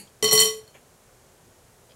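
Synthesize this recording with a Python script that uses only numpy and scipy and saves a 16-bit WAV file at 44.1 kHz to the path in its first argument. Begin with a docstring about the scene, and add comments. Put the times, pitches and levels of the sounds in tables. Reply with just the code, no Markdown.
"""A light touch of a spoon on glass fades over a small room's hiss, with a faint crinkle.
Then the metal spoon is let go in a large glass bowl: it knocks the rim, bounces and chatters to rest.
Each contact cracks, clatters and sets the glass, the spoon and the wooden table below ringing.
Two faint ticks on the glass follow, then a soft mouth smack and a last few crinkling clicks."""
import sys
import numpy as np
from scipy import signal
from scipy.fft import rfft, irfft
from scipy.io import wavfile

SR = 44100
rng = np.random.default_rng(int(sys.argv[2]) if len(sys.argv) > 2 else 0)


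def file_out(sig):
    """Save sig as 16-bit WAV at sys.argv[1]."""
    # one column per channel
    cols = np.atleast_2d(sig).T
    # limit, then scale
    lim = np.clip(cols, -1, 1)
    pcm = np.round(lim * 32767).astype(np.int16)
    wavfile.write(sys.argv[1], SR, pcm)


N = 85995
T = np.arange(N) / SR
BIN_HZ = np.maximum(np.arange(N // 2 + 1) * SR / N, 1)
LOW_MODES_BELOW_HZ = 600

# the bowl's modes, the upper ones in close clusters: (pitch [Hz], level [dB], t60 [s])
BOWL_MODES = [(435.77, -22.5, 0.43), (1108.5, -31.5, 0.36), (2008.4, -31.5, 0.28), (1996, -28, .27),
              (3059, -26, 0.2), (3083, -20.5, 0.22), (4187, -34, 0.15), (4272, -34, 0.33),
              (4308, -16, 0.083), (4354, -23.5, .14), (5615, -27, 0.15), (5644, -21, 0.15),
              (5650, -23.5, 0.11), (6030, -56, 0.17), (7134, -24.5, 0.207), (7250, -20, 0.073),
              (7420, -52, 0.1), (8700, -20.5, 0.14), (8765, -27.5, 0.18), (10431, -28.5, .22),
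              (12260, -43, 0.11), (14220, -33, .16), (15700, -35.5, .15)]
# the spoon's thin ring: (pitch [Hz], level [dB], t60 [s])
SPOON_MODES = [(2530, -36.5, 0.05), (3775, -40.5, 0.067), (7620, -25.5, .16), (7817, -35.5, .28),
               (8020, -29.5, 0.073), (8469, -32.5, 0.068), (10100, -38.5, 0.18), (9750, -36, 0.083),
               (10680, -40, 0.37), (11370, -27, 0.1), (11230, -40, 0.4), (11400, -45, 0.306),
               (12660, -48.5, 0.16), (12900, -50, 0.226), (13370, -31, 0.099), (14830, -44, .12),
               (15350, -32.5, 0.184)]


def from_db(db):
    """Decibels to gain."""
    return 10 ** (np.asarray(db) / 20)


def noise(spectrum):
    """Noise at rms 1, coloured by (frequency [Hz], level [dB]) points."""
    hz, db = np.transpose(spectrum)
    colour = from_db(np.interp(np.log(BIN_HZ), np.log(hz), db))
    low_cut = np.minimum(BIN_HZ / hz[0], 1) ** 2
    x = irfft(rfft(rng.standard_normal(N)) * colour * low_cut, N)
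    return x / x.std()


def decay(start, t60):
    """Envelope that jumps to 1 at the start and dies away."""
    return (T >= start) * np.exp(-np.log(1000) * np.clip(T - start, 0, 2 * t60) / t60)


def bursts(events):
    """Envelope of short bursts, each a straight rise and a dying tail."""
    envelope = np.zeros(N)
    for start, rise, t60, db in events:
        attack = np.clip((T - start) / rise, 0, 1)
        envelope += from_db(db) * np.where(T < start + rise, attack, decay(start + rise, t60))
    return envelope


def zones(hz):
    """How far a pitch counts as bass and as treble, 0-1 each."""
    bass = np.interp(np.log2(hz), np.log2([493, 1747]), [1, 0])
    treble = np.interp(np.log2(hz), np.log2([5750, 8600]), [0, 1])
    return bass, treble


def fading_touch():
    """The tail of a light touch of the spoon: a few tones and a wash of noise, already dying."""
    # tones still ringing: (pitch [Hz], level [dB], t60 [s])
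    modes = [(191.7, -47.5, 0.29), (4370, -63.5, 0.62), (6750, -56, 0.35), (8300, -50, .26),
             (10760, -44, 0.13)]
    # colour of the wash: (frequency [Hz], level [dB])
    colour = [(59, -29), (100, 11.5), (452, -3), (546, -32), (849, -1.5), (1530, -27), (1660, -6),
              (2920, -3), (3460, -23.5), (4640, 5), (5260, -29.5), (6910, -4), (9260, -18), (11000, -2.5),
              (15000, -25)]
    tones = sum(from_db(db) * decay(0, t60) * np.sin(2 * np.pi * (hz * T + rng.random()))
                for hz, db, t60 in modes)
    return tones + from_db(-43) * decay(0, t60=0.22) * noise(colour)


def room_hiss():
    """A steady bed of room noise, fullest in the bass."""
    # room tone: (frequency [Hz], level [dB])
    colour = [(15, -31), (25, -4), (64, 0), (133, 3.5), (189, -6), (255, -3.5), (307, -10.5), (361, -2),
              (572, -3.5), (654, -5.5), (710, -6), (1090, -11), (1590, -12.5), (1820, -14), (2660, -17.5),
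              (4820, -19), (6850, -15), (11700, -19.5), (15800, -28)]
    return from_db(-56) * noise(colour)


def crinkles():
    """Faint crinkling clicks: tiny, sharp bursts of peaky noise."""
    # the clicks: (time [s], rise [s], t60 [s], level [dB])
    clicks = [(.075, 0.00078, 0.039, -52.5), (1.893, 0.0013, 0.063, -52.5), (1.907, .001, 0.036, -53.5),
              (1.919, .001, 0.048, -51.5)]
    # their colour: (frequency [Hz], level [dB])
    colour = [(400, 1), (560, 15.5), (900, -5), (2200, -14), (2480, 8.5), (2800, -19), (3200, 15.5),
              (3600, -6), (4010, 0), (4500, -10), (4800, 6), (5100, 6), (5600, -38), (11000, -20),
              (15500, -16)]
    return bursts(clicks) * noise(colour)


def mode_ring(blows, hz, loss_db, build_up_s):
    """A mode stores the energy of its blows and leaks it away; later blows jolt its phase."""
    first_blow_s = T[np.argmax(blows > 0)]
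    surviving = from_db(-np.minimum(loss_db, 2500)) ** 2
    energy = surviving * np.cumsum(blows / surviving) + 1e-20
    fresh_share = np.clip(blows / energy, 0, 1)
    jolts = np.arcsin(np.sqrt(fresh_share)) * rng.choice([-1, 1], N) * (T > first_blow_s)
    swing = np.sqrt(energy) * np.exp(1j * np.cumsum(jolts))
    lag = np.exp(-1 / (build_up_s * SR))   # a ring takes a moment to spread round the bowl
    swing = signal.lfilter([1 - lag], [1, -lag], swing)
    return np.imag(swing * np.exp(2j * np.pi * hz * (T - first_blow_s)))


def struck_bowl(contacts):
    """Contacts and their tiny rebounds ring bowl, spoon and table, most near the struck spot's pitch."""
    # the wooden table's thud: (pitch [Hz], level [dB], t60 [s])
    table_modes = [(113, -46, .2), (122, -38, 0.06), (193.6, -33, 0.16)]
    # the spoon presses on the glass and damps the low modes: (time [s], length [s], loss [dB])
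    presses = [(0.268, 0.014, 13), (0.598, 0.0073, 11)]
    touch_loss_db = 1.96   # each contact chokes the upper modes a little
    rebounds_per_s, buzz_db, buzz_t60_s = 300, -10, 0.073
    spot_lift_db, spot_octaves, scatter_db = 5.5, 0.17, 1.5
    times, db, bass_db, treble_db, spot_hz = np.transpose(contacts)
    onsets = (times * SR).astype(int)
    pressed_db = sum(loss * np.clip((T - start) / length, 0, 1) for start, length, loss in presses)
    touched_db = touch_loss_db * np.searchsorted(np.sort(onsets), np.arange(N), side="right")
    rebounds = np.flatnonzero(rng.random(N) < rebounds_per_s / SR)
    since_contact = T[rebounds] - times[:, None]
    buzz = (since_contact > 0) * from_db(buzz_db - 60 * np.abs(since_contact) / buzz_t60_s)
    rings = np.zeros(N)
    for hz, mode_db, t60 in BOWL_MODES + SPOON_MODES + table_modes:
        bass, treble = zones(hz)
        spot_db = spot_lift_db * np.exp(-(np.log2(hz / spot_hz) / spot_octaves) ** 2)
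        chance_db = scatter_db * rng.standard_normal(len(times))
        strength = from_db(mode_db + db + bass * bass_db + treble * treble_db + spot_db + chance_db)
        blows = np.zeros(N)
        blows[rebounds] = (1 - bass) * (strength ** 2 @ buzz ** 2)
        blows[onsets] += strength ** 2
        if hz < LOW_MODES_BELOW_HZ:
            rings += mode_ring(blows, hz, 60 * T / t60 + pressed_db, build_up_s=0.004)
        else:
            rings += mode_ring(blows, hz, 60 * T / t60 + touched_db, build_up_s=0.0005)
    # the rings carry no deep bass
    return signal.sosfilt(signal.butter(2, 63.4, "high", fs=SR, output="sos"), rings)


def clatter(contacts):
    """Each contact gives a short crack and a rough wash that gathers round the upper modes."""
    # metal clattering on glass: (frequency [Hz], level [dB])
    colour = [(80, -14), (110, 3.5), (280, 3.5), (400, 3.5), (750, 2.5), (1200, -4.5), (1600, -9.5),
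              (2000, -4.5), (2600, -5), (3100, 1), (4300, 0.5), (5100, 0), (5700, 1), (6400, 2.5),
              (7500, -2.5), (8700, 2), (9700, -5), (11200, 4), (13300, -4.5), (14700, -19.5), (16000, -16)]
    half_width_hz, lift_db = 55, 10
    upper_hz = [hz for hz, _, _ in BOWL_MODES + SPOON_MODES if hz > LOW_MODES_BELOW_HZ]
    near_mode = np.max([1 / (1 + ((BIN_HZ - hz) / half_width_hz) ** 2) for hz in upper_hz], axis=0)
    spectrum = rfft(noise(colour)) * from_db(lift_db * (near_mode - 0.5))
    bass, treble = zones(BIN_HZ)
    bands = [irfft(spectrum * share, N) for share in (bass, 1 - bass - treble, treble)]
    band_power = np.zeros((3, N))
    for start, db, bass_db, treble_db, _ in contacts:
        crack = from_db(-18.5) * decay(start, t60=0.017)
        wash = from_db(-23.5) * decay(start, t60=0.3)
        band_power += np.outer(from_db([db + bass_db, db, db + treble_db]), crack + wash) ** 2
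    return np.sum(np.sqrt(band_power) * bands, axis=0)


def room_reverb(x):
    """Diffuse reflections of a small room, weak in the bass."""
    tail = rng.standard_normal(N) * decay(start=0.0077, t60=0.32)
    send = signal.sosfilt(signal.butter(1, 470, "high", fs=SR, output="sos"), x)
    return from_db(-9.5) * signal.fftconvolve(send, tail / np.linalg.norm(tail))[:N]


def mouth_smack():
    """A soft smack of the mouth: one puff of noise that swells and dies."""
    # the smack: (time [s], rise [s], t60 [s], level [dB])
    smacks = [(.738, 0.016, 0.16, -49)]
    # its colour: (frequency [Hz], level [dB])
    colour = [(120, -38.5), (200, -38), (455, 6), (1250, -6), (1730, 2), (2090, 0), (3150, 0.5),
              (5180, -44), (6700, -2), (8090, -35), (12000, -12), (15600, -56), (22000, -120)]
    return bursts(smacks) * noise(colour)


def scene():
    """The ringing bowl with its reverb, plus dry clatter and small noises over the room's hiss."""
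    # spoon bouncing on glass:
    # (time [s], level [dB], extra bass [dB], extra treble [dB], pitch the struck spot favours [Hz])
    bounces = [(.2255, -7.5, 7, 0, 457), (.2422, -3, 4, -4.5, 5830), (.2577, -8.5, 1.5, -14, 4300),
               (.2770, -9, -13.5, -5, 5700), (.2880, -7.5, -0.5, -15.5, 3500), (.3110, -4, -8, -4.5, 4300),
               (.3215, -6, 9.5, 2, 5700), (.3285, -3.5, 7, 5, 12000), (.3515, -3.5, -4.5, 1, 5800),
               (.3760, -1.5, -5, -6.5, 4300), (.3905, 0, -19, -3, 5160), (.4000, -5.5, -1.5, 7.5, 6850),
               (.4115, -3.5, -0.5, -1, 5200), (.4220, -4.5, -2, -7, 3100), (.4330, -12, -6, 7.5, 3080),
               (.4430, -12.5, 8, -12, 3500), (.4540, -11, -10.5, -6.5, 8700), (.4720, -13, -18, -35, 5700),
               (.4870, -20.5, -6, -3, 8700)]
    # faint late ticks on the glass, same columns
    ticks = [(0.543, -33.5, 12, -14, 4230), (0.677, -41.5, -17.5, -3.5, 4150)]
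    contacts = bounces + ticks
    rings = struck_bowl(contacts)
    small_noises = fading_touch() + mouth_smack() + crinkles()
    return (rings + room_reverb(rings) + clatter(contacts) + small_noises + room_hiss())[None]


def record(dry):
    """Soft saturation rounds the peaks and a steep low-pass cuts the very top."""
    ceiling, cutoff_hz = 0.94, 15750
    top_cut = signal.ellip(10, 0.1, 80, cutoff_hz, fs=SR, output="sos")
    return signal.sosfilt(top_cut, ceiling * np.tanh(dry / ceiling))


dry = scene()
out = record(dry)
file_out(out)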